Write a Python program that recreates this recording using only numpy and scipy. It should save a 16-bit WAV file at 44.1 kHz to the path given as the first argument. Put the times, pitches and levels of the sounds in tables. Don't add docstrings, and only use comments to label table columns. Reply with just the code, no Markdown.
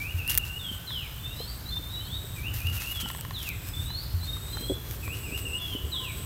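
import sys
import numpy as np
from scipy import signal
from scipy.fft import rfft, irfft
from scipy.io import wavfile
from scipy.ndimage import uniform_filter1d

SR = 44100
rng = np.random.default_rng(int(sys.argv[2]) if len(sys.argv) > 2 else 0)


def natural_amplitude(level_db):
    exponent = np.asarray(level_db, float) / 20
    return 10 ** exponent


def dump_mix(stems):
    frames = np.atleast_2d(stems).T
    limited = np.clip(frames, -1, 1)
    pcm = np.round(limited * 32767).astype(np.int16)
    wavfile.write(sys.argv[1], SR, pcm)


N = 275625


def level(x, db):
    return x * natural_amplitude(db) / np.sqrt(np.mean(x ** 2))


def colour(x, spectrum):
    hz, db = np.transpose(spectrum)
    f_hz = np.arange(len(x) // 2 + 1) * SR / len(x) + 1
    gain_db = np.interp(np.log(f_hz), np.log(hz), db, -90, -90)
    return irfft(rfft(x) * natural_amplitude(gain_db), len(x))


def band(x, lo_hz, hi_hz):
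    return signal.sosfilt(signal.butter(2, [lo_hz, hi_hz], "bandpass", fs=SR, output="sos"), x)


def high_pass(x, hz):
    return signal.sosfiltfilt(signal.butter(2, hz, "highpass", fs=SR, output="sos"), x)


def walk(rate_hz):
    hold = int(SR / rate_hz)
    steps = np.repeat(rng.standard_normal(N // hold + 1), hold)
    return 1.76 * uniform_filter1d(uniform_filter1d(steps, hold), hold)[:N]


def oscillator(hz):
    return np.sin(2 * np.pi * np.cumsum(hz) / SR)


def add(out, start_s, x):
    i = int(start_s * SR)
    out[i:i + len(x)] += x[:N - i]


def swell(rows, rise_db_per_s, fall_db_per_s):
    t = np.arange(N) / SR
    power = np.zeros(N)
    for start_s, hold_s, db in rows:
        before_db = rise_db_per_s * (start_s - t)
        after_db = fall_db_per_s * (t - start_s - hold_s)
        lost_db = np.maximum(np.maximum(before_db, after_db), 0)
        power += natural_amplitude(2 * (db - lost_db))
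    return np.sqrt(power)


def sing(shape, accent_db, rows):
    share, height = np.transpose(shape)
    notes = []
    for start_s, length_s, lo_hz, hi_hz, db in rows:
        pitch_hz = lo_hz + (hi_hz - lo_hz) * height
        notes.append(np.transpose([start_s + length_s * share, pitch_hz, db + np.array(accent_db)]))
    return notes


def dip_notes():
    dip_shape = [(-1, .95), (-.5, .42), (0, 0), (.35, .38), (.75, .85), (1, 1)]
    dip_accent = [-3, -2, -8, -2, 2, -1.5]
    # lowest_s, fall_s, rise_s, low_hz, level_db
    dip_rows = [
        (.225, 0.049, 0.095, 2490, -39),
        (.425, .03, .022, 2630, -39),
        (.51, .02, .075, 2730, -43),
        (2.612, 0.036, 0.082, 2403, -41),
        (2.8, .042, .13, 2533, -42.5),
        (5.293, 0.063, 0.075, 2314, -41),
        (5.489, 0.038, 0.083, 2596, -41),
    ]
    top_hz = 2914
    share, height = np.transpose(dip_shape)
    notes = []
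    for lowest_s, fall_s, rise_s, low_hz, db in dip_rows:
        time_s = lowest_s + share * np.where(share < 0, fall_s, rise_s)
        pitch_hz = low_hz + (top_hz - low_hz) * height
        notes.append(np.transpose([time_s, pitch_hz, db + np.array(dip_accent)]))
    return notes


def fall_notes():
    fall_accent = [-7, -3, 0, -2, -3, -2, -4, -7]
    # start_s, length_s, start_hz, early_sag, level_db
    fall_rows = [
        (0.59, 0.16, 3714, 1.7, -43),
        (2.935, 0.16, 3526, 1.17, -39),
        (5.583, .203, 3507, .62, -40.5),
    ]
    end_ratio = .805
    share = np.arange(len(fall_accent)) / (len(fall_accent) - 1)
    notes = []
    for start_s, length_s, hz, sag, db in fall_rows:
        pitch_hz = hz * (end_ratio + (1 - end_ratio) * (1 - share) ** sag)
        notes.append(np.transpose([start_s + length_s * share, pitch_hz, db + np.array(fall_accent)]))
    return notes


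def song():
    scoop_shape = [(0, .6), (.12, .25), (.33, 0), (.55, .2), (.76, .6), (1, 1)]
    sweep_shape = [(0, 1), (.09, .86), (.2, .66), (.36, .51), (.6, .35), (.8, .16), (1, 0)]
    rise_shape = [(0, 0), (.15, .03), (.3, .16), (.47, .25), (.64, .45), (.83, .69), (1, 1)]
    hook_shape = [(0, 0), (.13, .85), (.45, .85), (.75, .95), (1, 1)]
    climb_shape = [(0, 0), (.35, .3), (.6, .6), (.87, .95), (1, 1)]
    scoop_accent = [-22, -14.5, -15.5, -8.5, -4, -4]
    sweep_accent = [-15, -2, 0, -5, -4, -10, -16]
    rise_accent = [-0.5, -3, -6.5, -2.5, -6, -3, -8]
    hook_accent = [-4, -5, -1, -4.5, -7]
    climb_accent = [-5, -8, 0, -5.5, -1]
    # start_s, length_s, low_hz, high_hz, level_db
    scoop_rows = [
        (2.346, .149, 2270, 3020, -38),
        (5.023, .128, 2323, 2995, -35),
    ]
    sweep_rows = [
        (.862, .22, 2100, 4330, -41),
        (3.33, .207, 1976, 4340, -39.5),
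        (5.913, 0.21, 2153, 4170, -35.5),
    ]
    rise_rows = [
        (1.197, .318, 3505, 4720, -44),
        (3.733, .29, 3497, 4780, -41),
    ]
    hook_rows = [
        (1.703, 0.12, 3410, 3620, -36),
        (1.89, 0.12, 3520, 3914, -41.5),
        (4.285, 0.075, 3600, 3728, -38),
        (4.472, 0.21, 3650, 4127, -44.5),
    ]
    climb_rows = [(0.0, .12, 2260, 2900, -38), (1.653, .069, 3850, 4340, -42), (1.95, .12, 2860, 3220, -52),
                  (2.07, .105, 3200, 3900, -41), (2.03, .038, 3910, 4440, -48),
                  (2.11, .04, 4380, 4470, -57), (2.925, .06, 2900, 2960, -46), (3.81, .12, 2740, 3010, -55),
                  (4.018, .027, 4780, 5220, -49), (4.205, .057, 3900, 4370, -42),
                  (4.245, .045, 3550, 3700, -47), (4.48, .09, 3280, 3150, -57),
                  (4.57, .19, 3150, 3450, -42), (5.565, .05, 3120, 3250, -46), (1.255, .1, 2640, 2860, -51),
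                  (1.355, .095, 2860, 3350, -53)]
    notes = dip_notes() + fall_notes()
    notes += sing(scoop_shape, scoop_accent, scoop_rows)
    notes += sing(sweep_shape, sweep_accent, sweep_rows)
    notes += sing(rise_shape, rise_accent, rise_rows)
    notes += sing(hook_shape, hook_accent, hook_rows)
    notes += sing(climb_shape, climb_accent, climb_rows)
    return notes


def far_calls():
    # start_s, length_s, pitch_hz, level_db
    far_rows = [
        (.05, 0.74, 1518, -57.5),
        (2.36, 0.24, 1526, -63),
        (2.619, .2, 1390, -58.5),
        (2.956, 0.135, 1367, -61),
        (3.565, .25, 1570, -69),
        (5.489, 0.358, 1020, -63),
        (5.934, .17, 1040, -55.5),
    ]
    return [[(start_s, hz, db), (start_s + length_s, hz, db)] for start_s, length_s, hz, db in far_rows]


def whistles(notes):
    out = np.zeros(N)
    waver, flutter = 1 + 0.0016 * walk(60), natural_amplitude(3.0 * walk(70))
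    for note in notes:
        point_s, pitch_hz, db = np.transpose(note)
        at = np.arange(int(point_s[0] * SR), min(int(point_s[-1] * SR), N))
        t = at / SR
        glide_hz = uniform_filter1d(np.interp(t, point_s, pitch_hz), size=400, mode="nearest")
        edges = np.clip(np.minimum(t - point_s[0], point_s[-1] - t) / 0.0059, 0, 1)
        gain = np.sqrt(2) * natural_amplitude(np.interp(t, point_s, db)) * flutter[at] * edges
        out[at] += gain * oscillator(glide_hz * waver[at])
    return out


def trees(x):
    # delay_s, level_db
    trunks = [
        (.009, -5.5),
        (0.018, -13.5),
        (0.03, -13.5),
        (.052, -37),
    ]
    leaves_t60_s, thin_t60_s, scrub_db = 0.39, 1.2, 0.5
    t = np.arange(SR) / SR
    decay = natural_amplitude(-60 * t / leaves_t60_s) + natural_amplitude(-5.5 - 60 * t / thin_t60_s)
    tail = rng.standard_normal(SR) * decay * (1 - np.exp(-t / 0.002))
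    tail[t > .155] *= natural_amplitude(3)
    tail *= natural_amplitude(scrub_db) / np.sqrt(np.sum(tail ** 2))
    for delay_s, db in trunks:
        tail[int(delay_s * SR)] += natural_amplitude(db)
    return signal.fftconvolve(x, tail)[:N]


def cricket():
    # stop_s, length_s, end_level_db
    burst_rows = [
        (0.785, .4, -51.5),
        (1.583, 0.46, -52),
        (2.401, .52, -50.5),
        (3.216, 0.39, -47.5),
        (3.889, .39, -48),
        (4.745, .55, -45.5),
        (5.591, 0.6, -43),
        (6.3, .48, -44.5),
    ]
    pitch_hz, strokes_hz = 8210, 199
    swell_db, warm_up = 9.5, 0.032
    t, left, bursts = np.arange(N) / SR, np.ones(N), np.zeros(N)
    for stop_s, length_s, db in burst_rows:
        on = (t > stop_s - length_s) & (t < stop_s)
        left[on] = (stop_s - t[on]) / length_s
        fade_in = (1 - left[on]) * length_s / .04
        fade_out = (stop_s - t[on]) / .005
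        bursts[on] = natural_amplitude(db - swell_db * left[on]) * np.clip(np.minimum(fade_in, fade_out), 0, 1)
    cycle = np.cumsum(strokes_hz * (1 + .004 * walk(60))) / SR % 1
    stroke = np.sin(np.pi * np.clip(cycle / 1.03, 0, 1)) ** 2
    bend = .12 * (.4 - cycle) - warm_up * left + 0.00695 * walk(200)
    tone = oscillator(pitch_hz * (1 + bend))
    uneven = natural_amplitude(0.46 * walk(90) + 1.0 * walk(700))
    return level(stroke * tone * uneven, -0.92) * bursts


def rustle():
    # hz, db
    grass_colour = [(350, -39), (600, 3), (1400, 1), (1540, 1.5), (2700, 2.5), (3460, 2), (7970, 2),
                    (10500, 10), (14200, 2), (15800, -5)]
    # start_s, hold_s, level_db
    move_rows = [(0.0, .2, -47), (.282, .006, -41), (.3, .006, -29), (.312, .018, -33), (.35, .04, -49),
                 (.43, .06, -48), (.72, .03, -47), (1.36, .05, -47), (1.9, .06, -52), (2.36, .05, -49),
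                 (2.54, .06, -38.5), (2.63, .07, -41), (2.73, .04, -35.5), (2.8, .12, -39),
                 (2.95, .02, -42), (3.003, .012, -36), (3.05, .12, -47), (3.39, .1, -42), (3.64, .05, -45),
                 (3.76, .1, -48), (4.02, .02, -47), (4.24, .5, -48), (4.84, .12, -44), (5.0, .42, -48.5),
                 (5.62, .12, -46), (5.89, .04, -50), (6.01, .03, -44), (6.12, .2, -48)]
    sizes_db = 2.13 * rng.exponential(size=N // 40 + 1).repeat(40)[:N] + 2.3 * walk(45)
    grass = colour(rng.standard_normal(N) * natural_amplitude(sizes_db), grass_colour)
    moves = swell(move_rows, rise_db_per_s=1300, fall_db_per_s=330)
    tips = band(grass, 11500, 17500)
    stalks = band(grass, 1000, 9500) * natural_amplitude(1.2 * walk(40))
    tips_gain = np.sqrt(np.maximum(moves ** 2 - natural_amplitude(2 * -54.0), 0))
    stalks_gain = np.sqrt(np.maximum((moves * natural_amplitude(-14.5)) ** 2 - natural_amplitude(2 * -66.0), 0))
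    return tips / np.std(tips) * tips_gain + stalks / np.std(band(stalks, 5926, 6480)) * stalks_gain


def crack(lo_hz, hi_hz, decay_samples):
    burst = rng.standard_normal(300) * np.exp(-np.arange(300) / decay_samples)
    x = band(burst, lo_hz, hi_hz)
    return x / np.abs(x).max()


def ring(hz, t60_s, rise_s):
    t = np.arange(SR // 2) / SR
    x = np.sin(2 * np.pi * hz * t) * natural_amplitude(-60 * t / t60_s) * (1 - np.exp(-t / rise_s))
    return x / np.abs(x).max()


def splinters():
    # start_s, length_s, rate_per_s, peak_db
    runs = [
        (.297, .03, 250, -22),
        (.358, .028, 100, -29),
        (2.6, .4, 20, -30),
        (3.0, .024, 170, -27),
        (3.09, .13, 40, -29),
    ]
    rows = []
    for start_s, length_s, rate, db in runs:
        for k, (when, size, wood) in enumerate(rng.random((int(length_s * rate), 3))):
            rows.append((start_s + (k + when) / rate, db + 6 * size - 3, db - 8 * wood))
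    return rows


def twigs():
    # start_s, peak_db, wood_db
    snap_rows = [(0.2775, -15.0, -23.0), (0.2966, -13.0, -19.0), (0.3, -12.0, -22.0),
                 (0.3051, -15.0, -22.0), (0.3184, -17.0, -24.0), (0.344, -19.0, -20.0),
                 (0.3516, -10.0, -21.0), (0.3761, -3.6, -9.0), (0.3796, -6.0, -24.0), (0.3818, -9.0, -20.0),
                 (0.3834, -9.0, -18.0), (2.5412, -25.0, -39.0), (2.6045, -24.0, -32.0),
                 (2.6703, -27.0, -24.0), (3.0874, -27.0, -27.0), (3.1728, -25.0, -39.0),
                 (3.21, -21.0, -29.0), (3.4898, -15.0, -23.0), (3.6879, -25.0, -31.0)]
    out = np.zeros(N)
    for start_s, db, wood_db in snap_rows + splinters():
        split = natural_amplitude(db + .7) * crack(9800, 16000, 17)
        wood = natural_amplitude(wood_db - 1.5) * crack(1300, 7000, 30)
        add(out, start_s, split + wood)
    return out


def pebbles():
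    # start_s, peak_db, ring_hz
    tick_rows = [(0.905, -37, 1040), (1.767, -41.5, 980), (3.058, -32, 863), (3.101, -30.5, 1066),
                 (3.148, -35.5, 1050), (3.19, -41, 923), (3.249, -35, 1060), (3.308, -33, 1060),
                 (3.903, -38, 980), (4.231, -43, 1010), (4.367, -38, 1210), (4.57, -33.5, 845),
                 (5.078, -36, 1120)]
    out = np.zeros(N)
    for start_s, db, hz in tick_rows:
        body = ring(hz, 0.024, 0.00012) + natural_amplitude(-1.5) * ring(1.7 * hz, 0.017, 0.00012)
        add(out, start_s + 0.00076, natural_amplitude(db) * body)
        add(out, start_s + 0.001, natural_amplitude(db + 4) * crack(400, 3600, 58))
    return out


def case_knocks():
    # start_s, peak_db, ring_hz
    knock_rows = [(0.713, -33.5, 225), (1.401, -31.5, 468), (1.794, -38, 300), (2.241, -38.5, 402),
                  (3.03, -32.5, 224.4), (3.049, -33, 226), (4.608, -32.5, 242.9), (4.697, -20.5, 363),
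                  (4.704, -20, 328), (4.715, -22, 360), (5.236, -44, 234), (5.323, -33.5, 263),
                  (5.749, -26, 271)]
    out = np.zeros(N)
    for start_s, db, hz in knock_rows:
        body = ring(hz, 0.03, 0.0015) + natural_amplitude(-10.5) * ring(1.47 * hz, 0.057, 0.0012)
        add(out, start_s + 0.0012, natural_amplitude(db) * body)
    return out


def wind_puffs():
    # start_s, peak_db, pitch_hz
    puff_rows = [
        (0.144, -22.5, 87),
        (2.647, -22, 88.2),
        (4.139, -20.5, 85.2),
        (5.837, -25, 74.8),
    ]
    out = np.zeros(N)
    for start_s, db, hz in puff_rows:
        add(out, start_s, natural_amplitude(db) * ring(hz, 0.33, 0.0038))
    return out


def wind():
    # time_s, gust_db
    gust_points = [(0.0, -41), (.35, -38), (.6, -43), (1.7, -39.5), (2.3, -39), (3.5, -39), (4.3, -39),
                   (5.2, -38.5), (5.6, -39), (6.25, -39)]
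    # hz, db
    rumble_colour = [(12, -59), (20, -29), (24, -6), (34, -19), (54, 4), (81, 1), (113, 1.5), (146, -9.5),
                     (173, -16.5), (260, -20.5), (340, -23), (570, -120)]
    rush_db, rush_rise_db, turn_s = -62.5, 9.5, 4.26
    t = np.arange(N) / SR
    point_s, point_db = np.transpose(gust_points)
    gust_db = np.interp(t, point_s, point_db)
    flicker = natural_amplitude(1.22 * walk(9))
    rumble = level(colour(rng.standard_normal(N), rumble_colour) * flicker, 1.62) * natural_amplitude(gust_db)
    rush = band(rng.standard_normal(N), 253, 461) * natural_amplitude(2.0 * walk(25))
    turned = np.clip((t - turn_s) / 0.33, 0, 1)
    return rumble + level(rush, rush_db) * natural_amplitude(rush_rise_db * turned + 3.0 * (gust_db + 40))


def chirper():
    # start_s, hold_s, level_db
    chirp_rows = [
        (.94, .12, -61),
        (1.39, .07, -59.5),
        (1.53, .1, -63),
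        (1.72, .25, -67),
        (3.64, .1, -62),
        (4.02, 0.14, -63),
        (5.28, 0.092, -63),
        (5.5, 0.22, -64.5),
    ]
    tone = oscillator(5125 * (1 + 0.0038 * walk(120)))
    return np.sqrt(2) * tone * natural_amplitude(2.8 * walk(45)) * swell(chirp_rows, 300, 120)


def air():
    # hz, db
    air_colour = [(88, -44), (150, 2.5), (190, -7), (244, -14.5), (758, -17), (1410, -16), (2300, -21),
                  (3610, -20), (4840, -24.5), (7290, -24.5), (8030, -23.5), (10400, -23.5), (12600, -19.5),
                  (14100, -15.5), (15900, -26)]
    floor_db = -50.5
    floor = colour(rng.standard_normal(N), air_colour) * natural_amplitude(0.067 * walk(6.94))
    throb = oscillator(60.2 * (1 + 0.0037 * walk(3.8)))
    floor += .4 * throb * high_pass(floor, 11500)
    return floor / np.std(band(floor, 265, 3600)) * natural_amplitude(floor_db)


def scene():
    calls = whistles(song()) + whistles(far_calls())
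    voices = natural_amplitude(1.37) * calls + trees(calls)
    ground = rustle() + twigs() + pebbles()
    handling = case_knocks() + wind_puffs()
    mono = voices + cricket() + ground + handling + wind() + chirper() + air()
    return np.array([mono, mono])


def roll_off(x):
    return signal.sosfilt(signal.butter(12, 16990, fs=SR, output="sos"), x)


def record(dry):
    port = signal.butter(1, [9900, 10900], "bandpass", fs=SR, output="sos")
    dipped = dry - 0.38 * signal.sosfiltfilt(port, dry)
    top = signal.butter(8, 16000, fs=SR, output="sos")
    mix = signal.sosfilt(top, dipped)
    return roll_off(mix)


dry = scene()
out = record(dry)
dump_mix(out)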